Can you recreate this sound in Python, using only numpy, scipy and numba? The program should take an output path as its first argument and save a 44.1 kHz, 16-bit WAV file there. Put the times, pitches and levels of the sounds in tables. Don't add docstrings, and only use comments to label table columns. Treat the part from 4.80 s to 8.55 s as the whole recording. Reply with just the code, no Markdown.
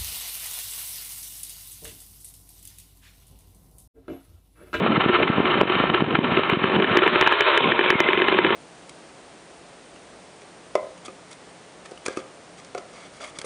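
import sys
import numpy as np
from scipy import signal
from scipy.fft import rfft, irfft
from scipy.io import wavfile
from scipy.ndimage import uniform_filter1d
from numba import njit

SR = 44100
rng = np.random.default_rng(int(sys.argv[2]) if len(sys.argv) > 2 else 0)


def dump_mix(stems):
    frames = np.atleast_2d(stems).T
    limited = np.clip(frames, -1, 1)
    pcm = np.round(limited * 32767).astype(np.int16)
    wavfile.write(sys.argv[1], SR, pcm)


N = 165375

# time in seconds, level in dB.
WIND_LEVEL = [(0, -21.5), (.3, -25.5), (.35, -37), (.4, -16.5), (.53, -26.5), (.6, -21.5), (.7, -28),
              (1.0, -29.5), (1.45, -26.5), (1.8, -33), (1.97, -22), (2.15, -27.5), (2.3, -23), (2.72, -50),
              (2.87, -18.5), (3.02, -33.5), (3.3, -28.5), (3.55, -28.5), (3.68, -20.5), (3.75, -26.5)]
# frequency in Hz, level in dB.
WIND_COLOUR = [(25, -18.5), (45, -20), (70, -17.5), (130, -2.5), (210, 2.5), (320, 0.5), (550, -5.5),
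               (1200, -14.5), (4000, -45.5)]
# start in seconds, level in dB, swing frequency in Hz.
WIND_THUMPS = [(0.029, -12, 230), (0.063, -2, 450), (0.118, -14, 200), (0.177, -1, 210), (0.26, -0.5, 220),
               (0.292, -8.5, 210), (.388, -5, 380), (.402, 2.5, 400), (.435, -2.5, 430), (.499, 1.5, 190),
               (0.581, -1, 240), (0.594, -12, 260), (0.602, 2, 280), (0.754, -6.5, 240), (0.8126, 4.5, 600),
               (0.8172, 4.5, 400), (.832, 2.5, 330), (0.854, -6.5, 330), (0.963, -9.5, 170),
               (1.001, -2.5, 260), (1.009, -7, 300), (1.039, 0.5, 450), (1.099, -6.5, 170),
               (1.207, -17, 180), (1.221, -1, 210), (1.274, -13, 180), (1.34, -12, 190), (1.388, 0, 230),
               (1.519, -9, 170), (1.584, -10, 280), (1.593, 0.5, 380), (1.725, -6, 170), (1.77, -8, 220),
               (1.82, -10, 230), (1.841, -4.5, 220), (1.964, -8, 190), (2, -26, 200), (2.112, -9, 160),
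               (3.153, -3.5, 190)]
# time in seconds, level in dB.
RUSH_LEVEL = [(0, -29.5), (.35, -17.5), (.55, -27), (.68, -17.5), (.79, -20), (.87, -26.5), (1.0, -21.5),
              (1.2, -31), (1.26, -38), (1.4, -28), (1.55, -24.5), (1.78, -28.5), (2.0, -28), (2.3, -15),
              (2.9, -31.5), (3.75, -24)]
# frequency in Hz, level in dB.
SLOPE_COLOUR = [(100, -3.5), (250, -29.5), (360, 7), (480, -7.5), (780, -4), (1150, 2), (1250, -1),
                (1340, 6), (1420, -2.5), (1700, -4.5), (1810, 0.5), (1920, -12), (2050, -3.5), (2500, -5.5),
                (2850, -5.5), (3080, -4), (3300, -13.5), (3800, -13), (4400, -19)]
# time in seconds, firings per second.
FIRING_RATE = [(0, 41.1), (1.8, 50.2), (2.1, 43), (2.18, 60), (2.27, 74.5), (2.37, 75), (2.46, 80),
               (2.53, 82), (2.65, 83.5), (2.73, 67.8), (2.78, 70), (2.86, 61), (3.0, 54.7), (3.15, 48.8),
               (3.4, 41), (3.75, 47.8)]
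# start in seconds, level in dB, extra pipe boom in dB.
EXHAUST_POPS = [(.298, -15.5, 14.5), (.431, -2, 3), (.479, -8.5, -17.5), (.656, -7.5, 2),
                (.742, -11.5, -15), (.812, -9.5, 8), (.899, -9.5, 6.5), (.923, -9, -15), (.953, -7, -19),
                (1.1, -10, -16), (1.146, -5.5, 3), (1.206, -12, -2.5), (1.309, -15.5, -6.5),
                (1.354, -5.5, -4), (1.445, -10, -4), (1.572, -6.5, 4), (1.634, -11.5, -11),
                (1.699, -7, -22), (1.734, -11, 4.5), (1.841, -12, 5), (1.954, -12, 1), (1.963, -10.5, 2),
                (2.0, -9.5, 5.5), (2.023, -6, 2.5), (2.044, -7.5, 2), (2.155, -12.5, 6), (2.172, 1, 4),
                (2.189, 1.5, -4), (2.221, -1, 4), (2.236, -1, -4), (2.264, 3, 0), (2.277, 4, -6),
                (2.358, 2.5, 2), (2.412, 1.5, -6.5), (2.425, 4, -0.5), (2.463, 3.5, -8), (2.475, 8, -12),
                (2.524, 7, -8), (2.536, -3, -9.5), (2.608, 4, -6.5), (2.62, 1, -6), (2.762, -10, -6),
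                (2.776, 4.5, -7.5), (2.92, 0, -2.5), (2.992, -1, -1), (3.011, -3, 0.5), (3.061, -5, -2),
                (3.104, 5, -3), (3.126, -5.5, 4), (3.204, 4, -1.5), (3.288, 0, 3.5), (3.332, -2.5, 1),
                (3.375, -4.5, 3), (3.4, -9.5, 6), (3.419, -1, 0.5), (3.442, -12, 7), (3.484, 0, -1),
                (3.525, -4, 2.5), (3.546, -5.5, 4), (3.588, 2.5, 2), (3.647, 3, 1), (3.666, -1, -1),
                (3.705, -7, 5.5), (3.725, -9, 5.5)]
# frequency in Hz, level in dB, 60 dB decay time in seconds.
SILENCER_MODES = [(408, -16.5, 0.036), (596, -22, 0.024), (940, -14, 0.027), (1120, -25.5, 0.019),
                  (1330, -24.5, 0.014), (1670, -22, 0.037), (1810, -19.5, 0.048), (2090, -22, 0.046),
                  (2370, -16.5, 0.048), (3020, -16.5, 0.07)]
# time in seconds, level in dB.
SCATTER_LEVEL = [(0, -4.5), (1.8, -9), (2.2, -12.5), (3.75, -22)]
# time in seconds, gas rasp level in dB, buzzing note level in dB.
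ENGINE_LEVELS = [(0, -40.5, -47), (1.9, -36.5, -44.5), (2.15, -30.5, -23), (2.35, -23.5, -15.5),
                 (2.5, -12, -16.5), (2.64, -25, -14.5), (2.68, -14, -11), (2.76, -21, -13),
                 (2.81, -16, -27), (2.88, -17.5, -22.5), (2.96, -25.5, -30.5), (3.08, -17, -22),
                 (3.16, -22.5, -24), (3.27, -18.5, -24), (3.36, -22, -29), (3.75, -21, -28)]
# frequency in Hz, level in dB.
GAS_COLOUR = [(100, -38.5), (250, -15), (375, 3.5), (460, 4.5), (620, -5), (890, 0.5), (945, 9.5),
              (1000, -1), (1065, 11), (1150, -7.5), (1450, -1), (1650, -6.5), (1930, -11), (2150, 1),
              (2550, 2), (2920, -6), (3030, 1), (3300, -4.5), (3700, -3.5), (4400, -24)]
# frequency in Hz, level in dB.
NOTE_COLOUR = [(80, -41), (240, -12), (390, 3), (500, -6.5), (620, 4.5), (750, -19), (910, -3), (1350, 2),
               (1700, -2.5), (2500, -8.5), (3200, -8), (4200, -12)]
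# time in seconds, pitch in Hz, level in dB.
WHINE_TRACK = [(2.6, 3137, -58), (2.73, 3070, -27), (2.82, 2750, -41), (2.95, 2400, -35.5),
               (3.08, 2278, -26), (3.22, 2073, -24), (3.58, 2044, -31.5), (3.75, 2086, -31)]

WIND_FLUTTER_DB, RUSH_FLUTTER_DB = 3.0, 4
THUMP_CYCLES = 0.21

SNAP_HZ, SNAP_DB, SNAP_T60_S = 1640, 3, 0.0092
SNAP_GLIDE, SNAP_JITTER = 0.12, .015
BOOM_HZ, BOOM_DB, BOOM_T60_S, BOOM_RISE_S = 368.3, -2, 0.047, 0.0013
RISE_S = 0.00058
MODE_JITTER = .008
CREST_S, SHADE_DB = 1.8, -8.5
PUTTER_DB, PUTTER_SPREAD_DB = -22.5, 3.5
CRACK_DB, CRACK_T60_S = -7, .016
SCATTER_LEAD_S, SCATTER_T60_S = 0.004, 0.036

SPEED_JITTER, NOTE_FLUTTER_DB, GRIT_DB = .006, 1.5, 3.0
THIRD_ORDER_DB = 6
PIPE_ECHO = 0.099
MUZZLE_CUT_HZ = 278

LOW_CUT_HZ, BAND_HZ, TOP_HZ = 108, 4076, 15900
THRESHOLD_DB, RATIO, ATTACK_S, RELEASE_S = -14, 4.13, 0.0026, 0.085
CLIP_LEVEL = .7


def undb(db):
    return 10 ** (np.asarray(db) / 20)


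def curve(rows, t, axis=1):
    rows = np.array(rows)
    return np.interp(t, rows[:, 0], rows[:, axis])


def walk(rate):
    hold = int(SR / rate)
    steps = np.repeat(rng.standard_normal(N // hold + 1), hold)
    smooth = uniform_filter1d(uniform_filter1d(steps, hold), hold)
    return 1.3 * smooth[:N]


def colour(x, points):
    hz, db = np.array(points).T
    log_hz = np.log(np.fft.rfftfreq(N, 1 / SR) + 1)
    gain = undb(np.interp(log_hz, np.log(hz), db))
    y = irfft(rfft(x) * gain, N)
    return y / y.std()


def fade(t, t60):
    return np.exp(-np.log(1000) * t / t60)


def add(out, start, x):
    i = int(start * SR)
    a, b = max(i, 0), min(i + len(x), N)
    if b > a:
        out[a:b] += x[a - i:b - i]


def wind(t):
    flutter_db = WIND_FLUTTER_DB * walk(60)
    out = colour(rng.standard_normal(N), WIND_COLOUR) * undb(curve(WIND_LEVEL, t) + flutter_db)
    for start, db, hz in WIND_THUMPS:
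        cycles = t[:SR // 20] * hz - 2
        swing = np.sqrt(2) * np.sin(2 * np.pi * cycles)
        thump = undb(db) * np.exp(-np.abs(cycles) / THUMP_CYCLES) * swing
        add(out, start - 1.513 / hz, thump)
    return out


def rush(t):
    flutter_db = RUSH_FLUTTER_DB * walk(70)
    return colour(rng.standard_normal(N), SLOPE_COLOUR) * undb(curve(RUSH_LEVEL, t) + flutter_db)


def ring(t, hz, t60, phase=0):
    turn = 2 * np.pi * np.cumsum(hz * np.ones(len(t))) / SR
    return np.sin(turn + phase) * fade(t, t60)


def firing(start, boom_db, jitter):
    t = np.arange(SR // 10) / SR
    detune = 1 + MODE_JITTER * jitter
    snap_hz = SNAP_HZ * (1 + SNAP_JITTER * jitter[-1]) * (1 + SNAP_GLIDE * fade(t, SNAP_T60_S))
    snap_db = SNAP_DB + SHADE_DB * (start < CREST_S)
    snap = undb(snap_db) * ring(t, snap_hz, SNAP_T60_S)
    silencer = 0
    for k, (hz, db, t60) in enumerate(SILENCER_MODES):
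        silencer = silencer + undb(db) * ring(t, hz * detune[k], t60, np.pi * jitter[k])
    boom = undb(BOOM_DB + boom_db) * ring(t, BOOM_HZ * detune[-2], BOOM_T60_S)
    boom = boom * (1 - np.exp(-t / BOOM_RISE_S))
    return (snap + silencer) * (1 - np.exp(-t / RISE_S)) - boom


def exhaust(t):
    gas = colour(rng.standard_normal(N), GAS_COLOUR)
    scattered = colour(rng.standard_normal(N), SLOPE_COLOUR)
    chance = rng.standard_normal((400, 12))

    firings_done = np.floor(np.cumsum(curve(FIRING_RATE, t)) / SR)
    beats = t[1:][np.diff(firings_done) > 0]
    weak = [(s, PUTTER_DB + PUTTER_SPREAD_DB * c, 0) for s, c in zip(beats, chance[::-1, -3])]

    pulses, burst, tail = np.zeros((3, N))
    age = t[:SR // 10]
    spread = np.concatenate([np.exp(-age[::-1] / SCATTER_LEAD_S), fade(age, SCATTER_T60_S)])
    for (start, db, boom_db), jitter in zip(EXHAUST_POPS + weak, chance):
        add(pulses, start, undb(db) * firing(start, boom_db, jitter))
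        add(burst, start, undb(db) * fade(age, CRACK_T60_S))
        add(tail, start - len(age) / SR, undb(db) * spread)
    crack = undb(CRACK_DB) * burst * gas
    blur = undb(curve(SCATTER_LEVEL, t)) * tail * scattered
    return pulses + crack + blur


def engine(t):
    rate = curve(FIRING_RATE, t) * (1 + SPEED_JITTER * walk(50))
    turn = 2 * np.pi * np.cumsum(rate) / SR
    phases = rng.uniform(0, 2 * np.pi, size=60)
    accents = np.resize([0, 1, 0], len(phases))
    note = np.zeros(N)
    for k, (accent, phase) in enumerate(zip(accents, phases), 1):
        harmonic_db = curve(NOTE_COLOUR, k * rate) + THIRD_ORDER_DB * accent
        note += undb(harmonic_db) * np.sin(k * turn + phase)
    note_db = curve(ENGINE_LEVELS, t, axis=2) + NOTE_FLUTTER_DB * walk(80)
    note = note / note.std() * undb(note_db)

    grit = rng.standard_normal(N) * undb(GRIT_DB * walk(400))
    rasp = colour(grit, GAS_COLOUR)
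    rasp = rasp - PIPE_ECHO * np.interp(t - .5 / BOOM_HZ, t, rasp)
    return note + rasp * undb(curve(ENGINE_LEVELS, t, axis=1))


def outlet(x):
    return signal.sosfilt(signal.butter(N=3, Wn=MUZZLE_CUT_HZ, btype="high", fs=SR, output="sos"), x)


def whine(t):
    waver = walk(140) + 1j * walk(140)
    tone = waver * np.exp(2j * np.pi * np.cumsum(curve(WHINE_TRACK, t)) / SR)
    return tone.real * undb(curve(WHINE_TRACK, t, axis=2))


def scene():
    t = np.arange(N) / SR
    return (wind(t) + rush(t) + exhaust(t) + outlet(engine(t)) + whine(t))[None]


@njit
def follow(x, attack, release):
    out, level = np.empty(len(x)), 0.
    for i in range(len(x)):
        size = abs(x[i])
        level += (size - level) * (attack if size > level else release)
        out[i] = level
    return out


def record(dry):
    x = signal.sosfilt(signal.butter(N=2, Wn=LOW_CUT_HZ, btype="high", fs=SR, output="sos"), dry[0])
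    level = follow(x, 1 / (ATTACK_S * SR), 1 / (RELEASE_S * SR))
    overshoot = np.maximum(level / undb(THRESHOLD_DB), 1)
    x = x * overshoot ** (1 / RATIO - 1)
    x = np.convolve(x, signal.firwin(161, BAND_HZ, window=("kaiser", 8), fs=SR), "same")
    x = np.clip(x, -CLIP_LEVEL, CLIP_LEVEL)
    return signal.sosfilt(signal.ellip(8, .2, 70, TOP_HZ, fs=SR, output="sos"), x)[None]


dry = scene()
out = record(dry)
dump_mix(out)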